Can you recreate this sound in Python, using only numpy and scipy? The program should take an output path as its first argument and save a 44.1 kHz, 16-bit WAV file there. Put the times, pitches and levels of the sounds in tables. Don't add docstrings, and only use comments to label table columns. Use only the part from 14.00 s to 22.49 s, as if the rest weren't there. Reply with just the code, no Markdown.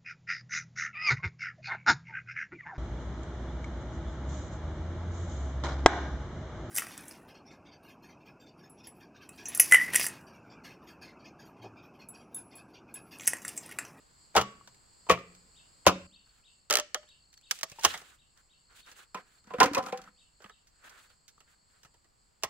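import sys
import numpy as np
from scipy import signal
from scipy.fft import rfft, irfft, next_fast_len
from scipy.io import wavfile
from scipy.ndimage import uniform_filter1d, map_coordinates

SR = 44100
rng = np.random.default_rng(int(sys.argv[2]) if len(sys.argv) > 2 else 0)


def how_loud(loudness_db):
    steps = np.asarray(loudness_db, float) / 20
    return 10 ** steps


def int16_out(signal):
    q = np.round(np.clip(np.atleast_2d(signal).T, -1, 1) * 32767)
    wavfile.write(sys.argv[1], SR, q.astype(np.int16))


N = 374409
CHANGE_S = 2.068

# start_s, crack_db, body_db
CLUB_BLOWS = [(0.3516, -23.5, -18), (0.3631, -15, -6.5), (0.3664, -10.5, -24), (0.3784, -19.5, -17.5),
              (0.3944, -28.5, -31), (0.412, -20.5, -30), (0.6744, -40, -50), (1.0964, -16, -7),
              (1.1114, -17, -22), (1.1244, -30, -42), (1.1894, -43, -52.5), (1.3503, -45.5, -59),
              (1.8652, -6.5, -7), (1.8714, -6.5, -21), (1.8794, -16.5, -16), (1.8914, -30, -28),
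              (.343, -57, -41.5), (.746, -50, -71), (1.066, -55, -48), (1.089, -40, -26),
              (1.853, -52.5, -35)]
# start_s, crack_db, body_db
SPLITS = [(2.7001, -10.5, -26), (2.7081, -4.5, -19), (2.7264, -6.5, -26.5), (2.7382, -8, -24),
          (2.7545, -3.5, -25), (2.7704, -7, -25.5), (2.7863, -15, -27.5), (2.7985, -14, -32),
          (2.9036, -58, -70), (2.9452, -13, -25.5), (2.9794, -49, -55), (3.03, -56.5, -53)]
# start_s, crack_db, body_db
TEARS = [(3.089, -48, -91), (3.329, -45, -70), (3.3761, -45.5, -69.5), (3.4123, -50.5, -84.5),
         (3.511, -8, -36.5), (3.5558, -39, -64), (3.5658, -42.5, -78), (3.5887, -32, -59),
         (3.6316, -13.5, -36), (3.698, -34.5, -65), (3.7172, -36.5, -47), (3.7587, -48, -58),
         (3.7846, -51, -43.5), (3.794, -33, -51), (3.8487, -2, -17.5), (3.9396, -29.5, -28.5),
         (3.9764, -32, -46), (4.0158, -44, -46.5), (4.375, -49, -68.5), (8.4346, -12.5, -20),
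         (3.34, -44, -72), (3.611, -30, -53), (3.811, -35, -62), (3.835, -21, -40), (3.842, -17, -19),
         (8.425, -44, -49)]
# start_s, crack_db, body_db
BOUNCES = [(5.1452, -33, -32.5), (5.1726, -50, -41), (5.4415, -54.5, -68.5), (5.4714, -51.5, -58),
           (5.5054, -59, -45), (5.5363, -45, -29), (5.6022, -8, -8.5), (5.6084, -27, -12.5),
           (5.6306, -12, -17.5), (5.6374, -14, -18.5), (5.6584, -22, -37.5), (5.7339, -26, -32.5),
           (5.7478, -16, -26), (5.7684, -49, -21.5), (5.7803, -22.5, -28.5), (5.8381, -39, -47),
           (5.8626, -32, -34.5), (5.8845, -40, -38), (5.9239, -35, -33), (5.9743, -35, -56),
           (6.0167, -42, -66), (6.0394, -47, -59), (6.0726, -67, -59.5), (5.584, -48, -26.5),
           (5.712, -50, -42), (5.827, -38, -39), (5.985, -66, -44.5)]
# start_s, crack_db, body_db
TAPS = [(4.7267, -55.5, -61), (4.8634, -50, -63), (4.9162, -40.5, -53.5), (4.9874, -48.5, -48),
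        (6.8447, -52.5, -57), (7.1006, -57, -60.5), (6.4029, -60.5, -51.5), (6.4213, -48, -52),
        (6.4415, -50, -43), (6.4591, -62, -45), (6.4952, -48.5, -46), (6.6712, -51, -84),
        (6.8947, -41.5, -57.5), (7.2804, -40.5, -64), (7.3781, -58, -63.5), (7.4043, -48, -56.5),
        (7.8325, -44.5, -60.5), (7.8484, -44, -55), (7.9414, -55.5, -60.5), (8.0448, -59, -66)]
# pitch_hz, level_db, t60_s
CLUB_MODES = [(524, -16, 0.032), (773, -7, .014), (1080, -1.5, 0.016), (1350, -6.5, .011), (1900, -8, .007),
              (2300, -10, .007), (2920, -7.5, .007)]
# pitch_hz, level_db, t60_s
SPLIT_MODES = [(830, -6, 0.01), (1300, -0.5, 0.011), (1840, 1, 0.006), (2993, 1.5, 0.0069)]
# pitch_hz, level_db, t60_s
CAVITY_MODES = [(591, -23, 0.17), (647, -24, 0.076)]
# pitch_hz, level_db, t60_s
DROP_MODES = [(290, -13.5, 0.056), (515.4, -6.5, 0.063), (760, -8.5, 0.057), (1020, -2.5, 0.041),
              (1300, 2.5, 0.0099), (1746, 1, 0.0024), (2429, -9.5, 0.0056)]
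# pitch_hz, level_db, t60_s
TAP_MODES = [(500, -7, .015), (900, -4, .01), (1300, -2, .013), (1750, -1, .008), (2800, -5, .006)]
# frequency_hz, level_db
CRACK_COLOUR = [(500, -32.5), (1500, 5.5), (3000, 4), (6500, 7.5), (9000, -3), (13000, -10), (15800, -9.5),
                (17000, -38.5)]
# start_s, peak_db, pitch_hz, t60_s
KNOCKS = [(.364, -16, 931, .05), (.377, -20, 1295, .07), (.413, -34, 3050, 0.035), (.61, -49, 1130, .04),
          (1.866, -16.5, 1104, .05), (1.867, -20, 2796, .03), (1.88, -22, 1318, 0.062),
          (1.925, -36, 552, .1), (5.61, -27.5, 1845, 0.054), (5.75, -29, 2500, 0.07),
          (5.79, -30, 760, 0.14), (5.868, -35, 1280, 0.096), (6.075, -48, 1300, 0.053),
          (3.85, -21, 3055, .03), (.355, -16, 773, 0.087), (.4, -37, 1128, 0.38), (1.1, -18.5, 504.5, 0.12),
          (1.101, -11, 1120, 0.078), (1.175, -39.5, 1208, 0.15), (1.868, -18, 562, 0.12),
          (3.634, -38, 648, 0.069), (3.72, -59, 578, 0.16), (3.786, -41.5, 900, 0.1),
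          (3.849, -13.5, 1080, 0.036), (5.149, -52, 470, 0.099), (5.606, -16.5, 760, 0.1),
          (5.774, -24.5, 1020, 0.14), (5.839, -43, 1210, 0.12), (5.927, -29.5, 499, 0.18),
          (5.928, -32, 772, 0.17), (2.712, -33, 594, 0.26), (2.788, -35, 599, 0.13),
          (2.949, -43.5, 604.6, 0.22), (5.612, -34, 290, 0.39)]
# start_s, peak_db, pitch_hz, t60_s
THUMPS = [(.37, -38, 199.5, 0.34), (1.105, -36.5, 178, 0.34), (1.872, -32, 183.5, 0.33),
          (1.875, -38, 276.5, .25), (3.717, -52, 141, 0.045), (3.86, -44, 80, 0.16),
          (5.473, -52.5, 213, 0.043), (5.586, -37, 226.8, 0.039), (5.633, -32, 200, 0.091),
          (5.659, -34, 255, 0.086), (5.713, -35.5, 290, 0.11), (5.785, -34, 252, 0.024),
          (6.449, -59, 200, 0.14), (7.379, -56, 1198, 0.0304), (7.849, -61, 130, 0.07),
          (7.849, -51.5, 1300, 0.053), (8.436, -51.5, 80, 0.18)]
# centre_hz, t60_s, level_db
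HILLSIDE_ECHOES = [(91.5, 0.53, -8.5), (200, 0.64, -11.5), (420, 0.37, -14), (1030, 0.24, -18),
                   (2030, 0.52, -15), (4467, 0.33, -12), (9200, 0.12, -12.5)]
# start_s, length_s, level_db, brightness_db
RUSTLE_STROKES = [(2.27, 0.14, -74, -13), (3.511, 0.09, -74.5, 6.5), (3.686, 0.19, -74, -1.5),
                  (3.843, 0.026, -44, -8), (3.89, 0.027, -48, -11.5), (3.937, 0.014, -47, -15),
                  (3.982, 0.024, -64.5, -12), (4.053, .05, -64.5, -11), (4.123, 0.031, -68, -15),
                  (4.372, 0.036, -70.5, -16.5), (4.706, 0.049, -64.5, -24.5), (4.766, 0.038, -68, -3),
                  (4.87, 0.058, -60, -15), (4.967, .025, -60.5, -14), (5.001, 0.033, -65.5, -9.5),
                  (5.167, 0.041, -53.5, -47), (5.27, .12, -73, -13), (5.479, .1, -63, -28),
                  (5.598, 0.084, -52, -20), (5.747, 0.042, -44, -23), (5.858, 0.041, -60, -11),
                  (5.94, 0.15, -61.5, -30), (6.42, 0.071, -65, -21.5), (6.735, 0.12, -78, -18.5),
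                  (6.845, 0.037, -55.5, -19), (6.911, .05, -60.5, -23), (6.979, 0.037, -64, -12.5),
                  (7.034, 0.039, -70.5, -13), (7.102, 0.038, -73.5, -11.5), (7.48, 0.064, -71, -15),
                  (7.701, 0.095, -73, -17.5), (7.82, 0.053, -91.5, -1)]
# frequency_hz, level_db
RUSTLE_LOW = [(150, -14.5), (500, -8.5), (900, -6.5), (1500, 4.5), (2700, -10.5), (7000, -24), (15600, -34),
              (16000, -71)]
# frequency_hz, level_db
RUSTLE_MIDDLE = [(1500, -12), (2600, 0), (4000, -1.5), (5600, -13.5), (9000, -29.5)]
# frequency_hz, level_db
RUSTLE_HIGH = [(3500, -25), (5800, -5.5), (7200, 1.5), (9500, -4.5), (13000, -12.5), (15700, -7.5),
               (16000, -49.5)]
# centre_hz, width_hz, level_db
CICADA_BANDS = [(7600, 1400, -5.5), (4380, 470, -7), (4880, 640, -10.5)]
# start_s, length_s, level_db
CRICKET_BOUTS = [
    (0, 1.6, -75),
    (2.077, 0.3, -63.5),
    (2.449, 0.8, -72),
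    (3.1, 0.44, -62),
    (4.526, 0.49, -68),
    (5.051, 0.99, -72),
    (6.001, .5, -69),
    (6.9, .9, -72.5),
]
# time_s, pitch_hz, level_db
WHISTLE = [
    (0, 2000, -30),
    (.026, 2650, -11),
    (.042, 3650, -2),
    (.051, 3880, 0),
    (.06, 3550, -2),
    (.073, 2640, -4),
    (.09, 2700, -8),
    (.112, 2940, -12),
    (.145, 2980, -24),
]
# start_s, level_db
BIRD_CALLS = [(1.525, -60), (2.088, -60.5), (2.409, -61.5), (3.044, -60.5), (3.395, -61.5), (3.725, -83),
              (4.149, -66.5), (4.464, -66), (4.79, -63), (6.145, -64.5), (6.47, -65.5)]
# frequency_hz, level_db
FAR_COLOUR = [(25, -18), (60, -7), (130, -5.5), (300, -13), (1000, -10), (2500, -20), (5500, -24.5),
              (9500, -31.5), (15700, -36)]
FAR_DB = [-66.5, -73]
# frequency_hz, likeness (-1 to 1)
LIKENESS = [(60, 0.64), (300, 0.52), (700, -0.66), (3000, 0.49)]


def club_blows():
    hits = touched(CLUB_BLOWS, t60_s=0.0642, longer=0.21, thud_db=-21, follows=0.76)
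    thud_modes = [(229, -10, .1), (126, -6, 0.24), (80, 0, .12)]
    return contacts(hits, CLUB_MODES, 4.4, 6.0, 1.6, thud_modes,
                    pan_db=0.3, detune=.06, tilt_db=-0.53, spray=0.27)


def splitting():
    hits = touched(SPLITS, t60_s=.022, longer=.02, thud_db=-42, follows=.8)
    return contacts(hits, SPLIT_MODES + CAVITY_MODES, 0.62, 6.25, 3.1, [(300, 0, .05)],
                    pan_db=-2.0, detune=0.017, tilt_db=0.5, spray=.22)


def tearing():
    hits = touched(TEARS, t60_s=0.0484, longer=0.13, thud_db=-27.5, follows=0.67)
    return contacts(hits, SPLIT_MODES, 4.5, 5.6, 2.1, [(162, 0, 0.059), (326, -1, 0.014)],
                    pan_db=-2.5, detune=0.066, tilt_db=1.05, spray=0.23)


def dropped_half():
    hits = touched(BOUNCES, t60_s=0.04, longer=-0.06, thud_db=-32.5, follows=0.3)
    return contacts(hits, DROP_MODES, 6.38, 3.9, 2.9, [(194.2, 0.026, 0.091)],
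                    pan_db=-1.3, detune=0.013, tilt_db=-1.5, spray=0.301)


def handling_taps():
    hits = touched(TAPS, t60_s=0.04, longer=-0.26, thud_db=-20, follows=2)
    return contacts(hits, TAP_MODES, 3.9, 8.1, 1.74, [(148, 0, 0.1)],
                    pan_db=-3.0, detune=.07, tilt_db=1.0, spray=0.23)


def touched(table, t60_s, longer, thud_db, follows):
    hits = []
    for start_s, crack_db, body_db in table:
        contact_s = t60_s * how_loud(longer * (body_db - crack_db))
        hits.append((start_s, crack_db, body_db, thud_db + follows * body_db, contact_s))
    return hits


def contacts(hits, modes, scatter_db, body_db, linger, thud_modes, pan_db, detune, tilt_db, spray):
    cracks, thuds, body = np.zeros((3, 2, N))
    t = np.arange(9000) / SR
    for start_s, crack_db, ring_db, thud_db, t60 in hits:
        start = round(start_s * SR)
        at = slice(start, min(N, start + t.size))
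        length = at.stop - at.start
        fade = how_loud(-60 * t / max(t60, .002))[:length]
        shared, left, right, wall = rng.standard_normal((4, t.size))[:, :length]

        slips = (shared + 0.74 * np.array([left, right])) * np.abs(wall) * fade * spray
        slips[:, 0] = 1.3
        cracks[:, at] += how_loud(crack_db) * slips

        onset = 1 - np.exp(-t[:length] / 0.00067)
        shudder = (wall + 0.55 * np.array([right, left])) * fade ** (1 / linger) * onset
        shudder /= np.sqrt(np.sum(shudder ** 2))
        thuds[:, at] += how_loud(thud_db) * shudder.mean(axis=0)

        chances = rng.standard_normal((len(modes), 2))
        for (hz, db, ring_s), (strength, shift) in zip(modes, chances):
            gain = how_loud(ring_db + db + scatter_db * strength)
            body[:, at] += gain * ring(shudder, hz * (1 + detune * shift), ring_s)
    body = low_cut(body, 3, 380)
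    thud = sum(how_loud(db) * ring(thuds[0], hz, t60) for hz, db, t60 in thud_modes)
    tilted = [(hz, db + tilt_db * np.log2(hz / 4000)) for hz, db in CRACK_COLOUR]
    out = colour(cracks, tilted) + how_loud(body_db) * body + thud
    return out * how_loud(np.array([[.5], [-.5]]) * pan_db)


def knocks():
    out = np.zeros((2, N))
    for start_s, peak_db, hz, t60 in KNOCKS + THUMPS:
        start = round(start_s * SR)
        touch = np.zeros(SR // 3)
        push = np.sin(2 * np.pi * hz * np.arange(90) / SR) + .5 * rng.standard_normal(90)
        touch[:90] = np.hanning(90) * push / 22
        facing = 0.51 + min(.6, hz / 1600) * np.array([[1], [-1]])
        sound = ring(touch, hz, t60) + facing * ring(touch, 1.07 * hz, 0.65 * t60)
        out[:, start:][:, :touch.size] += how_loud(peak_db) * sound[:, :N - start]
    return out


def ring(x, hz, t60):
    r = how_loud(-60 / (t60 * SR))
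    w = 2 * np.pi * min(hz, .45 * SR) / SR
    return signal.lfilter([0, np.sin(w)], [1, -2 * r * np.cos(w), r * r], x + 1e-18)


def near(x, wet_db):
    lag_s = .000075
    size = next_fast_len(N + 990, True)
    delay = np.exp(-2j * np.pi * np.fft.rfftfreq(size, 1 / SR) * lag_s)
    late = irfft(rfft(x[0], size) * delay, size)[:N]
    return np.array([late, x[1]]) + how_loud(wet_db) * hillside(x)


def hillside(x):
    t = np.arange(SR // 2) / SR
    tail = 0
    for hz, t60, db in HILLSIDE_ECHOES:
        band = signal.butter(2, [hz / 1.5, hz * 1.5], "band", fs=SR, output="sos")
        decay = how_loud(-60 * t / t60) * (1 - np.exp(-t / 0.0079))
        both, left, right = rng.standard_normal((3, t.size))
        apart = min(1, hz / 1500)
        scattered = np.sqrt(1 - apart ** 2) * both + apart * np.array([left, right])
        tail = tail + how_loud(db - 30.5) * decay * signal.sosfilt(band, scattered)
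    return signal.fftconvolve(x.mean(axis=0, keepdims=True), tail, axes=1)[:, :N]


def rustle():
    start_s, length_s, level_db, bright_db = np.transpose(RUSTLE_STROKES)
    sizes = how_loud(3.0 * np.minimum(rng.exponential(1, (3, N)), 3))
    happens = rng.random((3, N)) < 1500 / SR
    grains = sizes * happens * rng.choice([-1, 1], (3, N))
    low, middle, high = rms_one(grains)[:, None] + 1.5 * rng.standard_normal((3, 2, N))
    low = how_loud(2.0 * drift(35)) * rms_one(colour(low, RUSTLE_LOW))
    middle = how_loud(2.5 * drift(45) - 3) * rms_one(colour(middle, RUSTLE_MIDDLE))
    high = how_loud(2.5 * drift(60) - 4.0) * rms_one(colour(high, RUSTLE_HIGH))
    dull = swells(start_s, length_s, level_db) * low
    bright = swells(start_s, length_s, level_db + bright_db + 12) * (middle + high)
    return (dull + bright) * how_loud([[-.8], [.8]])


def swells(starts, lengths, dbs):
    rise_s, fall_s = 0.025, 0.021
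    settle_db, settle_s = -15, 0.11
    t = np.arange(0, N + 64, 64) / SR - starts[:, None]
    after = np.maximum(t - lengths[:, None], 0)
    rise = how_loud(dbs[:, None] - 20 * np.maximum(-t, 0) / rise_s)
    gain = rise * (how_loud(-20 * after / fall_s) + how_loud(settle_db - 20 * after / settle_s))
    return np.interp(np.arange(N) / 64, np.arange(t.shape[1]), gain.sum(axis=0))


def cicadas():
    hz = np.geomspace(1000, 20000, 200)
    chorus = 0
    for centre_hz, width_hz, db in CICADA_BANDS:
        chorus = chorus + how_loud(db) / (1 + (2 * (hz - centre_hz) / width_hz) ** 4)
    ebb_db = 0.64 * (np.arange(N) / SR - CHANGE_S)
    level_db = by_scene(-65.5, -69 - ebb_db)
    drone = rms_one(colour(diffuse(), np.c_[hz, 20 * np.log10(chorus)]))
    return drone * how_loud(level_db + 1.4 * drift(13))


def cricket():
    turns = np.cumsum(20.3 * (1 + .03 * drift(2.6))) / SR
    sounding = turns % 1 < .83 + .17 * np.sign(drift(7))
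    pulses = np.sin(3 * np.pi * turns) ** 2 * sounding
    tone = np.sin(2 * np.pi * np.cumsum(4400 + 100 * drift(100)) / SR)
    return bouts() * pulses * tone * how_loud(3.5 * drift(24)) * how_loud([[1.5], [-1.5]])


def bouts():
    gain = np.zeros(N)
    for start_s, length_s, db in CRICKET_BOUTS:
        gain[round(start_s * SR):round((start_s + length_s) * SR)] = how_loud(db)
    return uniform_filter1d(gain, round(0.1 * SR))


def bird():
    out = np.zeros(N)
    time_s, hz, db = np.transpose(WHISTLE)
    t = np.arange(0, time_s[-1], 1 / SR)
    pitch = uniform_filter1d(np.interp(t, time_s, hz), size=200)
    shape_db = np.interp(t, time_s, db)
    for start_s, level_db in BIRD_CALLS:
        phase = 2 * np.pi * np.cumsum(pitch * (1 + .01 * rng.standard_normal())) / SR
        out[round(start_s * SR):][:t.size] += how_loud(level_db + shape_db) * np.sin(phase)
    out = out + 0.31 * np.roll(out, round(0.019 * SR))
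    return out * how_loud([[1.0], [-1.0]]) + how_loud(15) * hillside(out[None])


def wind():
    rumble = [(20, -6.5), (45, 0.5), (90, -9.5), (200, -23.0), (500, -51.5)]   # frequency_hz, level_db
    level_db = by_scene(-72.5, -74.5) + 0.95 * drift(5.5)
    return how_loud(level_db) * rms_one(colour(diffuse(), rumble))


def far_murmur():
    return how_loud(by_scene(*FAR_DB)) * rms_one(colour(diffuse(), FAR_COLOUR))


def diffuse():
    mid, side = rng.standard_normal((2, N))
    hz, alike = np.transpose(LIKENESS)
    alike = np.clip(alike, -.95, .95)
    mid = colour(mid, np.c_[hz, 10 * np.log10(1 + alike)])
    side = colour(side, np.c_[hz, 10 * np.log10(1 - alike)])
    return np.array([mid + side, mid - side])


def drift(rate):
    knots = rng.standard_normal(900)
    return map_coordinates(knots, [np.arange(N) / SR * rate + 2], order=3)


def colour(x, spectrum):
    size = next_fast_len(N + 990, True)
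    gain = how_loud(at_hz(spectrum, np.fft.rfftfreq(size, 1 / SR)))
    return irfft(rfft(x, size) * gain, size)[..., :N]


def at_hz(points, hz):
    table = np.array(points)
    return np.interp(np.log(hz + 1), np.log(table[:, 0]), table[:, 1])


def rms_one(x):
    return x / np.sqrt(np.mean(x ** 2) + 1e-20)


def low_cut(x, order, hz):
    return signal.sosfilt(signal.butter(order, hz, "high", fs=SR, output="sos"), x)


def by_scene(first, second):
    return np.where(np.arange(N) < CHANGE_S * SR, first, second)


def scene():
    hollow = knocks()
    work = splitting() + tearing() + dropped_half() + handling_taps()
    blows_near = near(club_blows() + hollow, wet_db=-3.5)
    work_near = near(work + hollow, wet_db=-6.5) + rustle()
    close = low_cut(by_scene(blows_near, work_near), 2, 70)
    return close + cicadas() + cricket() + bird() + wind() + far_murmur()


def top_cut(x):
    return signal.sosfilt(signal.butter(12, 17140, fs=SR, output="sos"), x)


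def record(dry):
    rounded = .9 * np.tanh(dry / .9)
    cut = signal.sosfilt(signal.cheby2(8, 50, 17700, fs=SR, output="sos"), rounded)
    return top_cut(cut)


dry = scene()
out = record(dry)
int16_out(out)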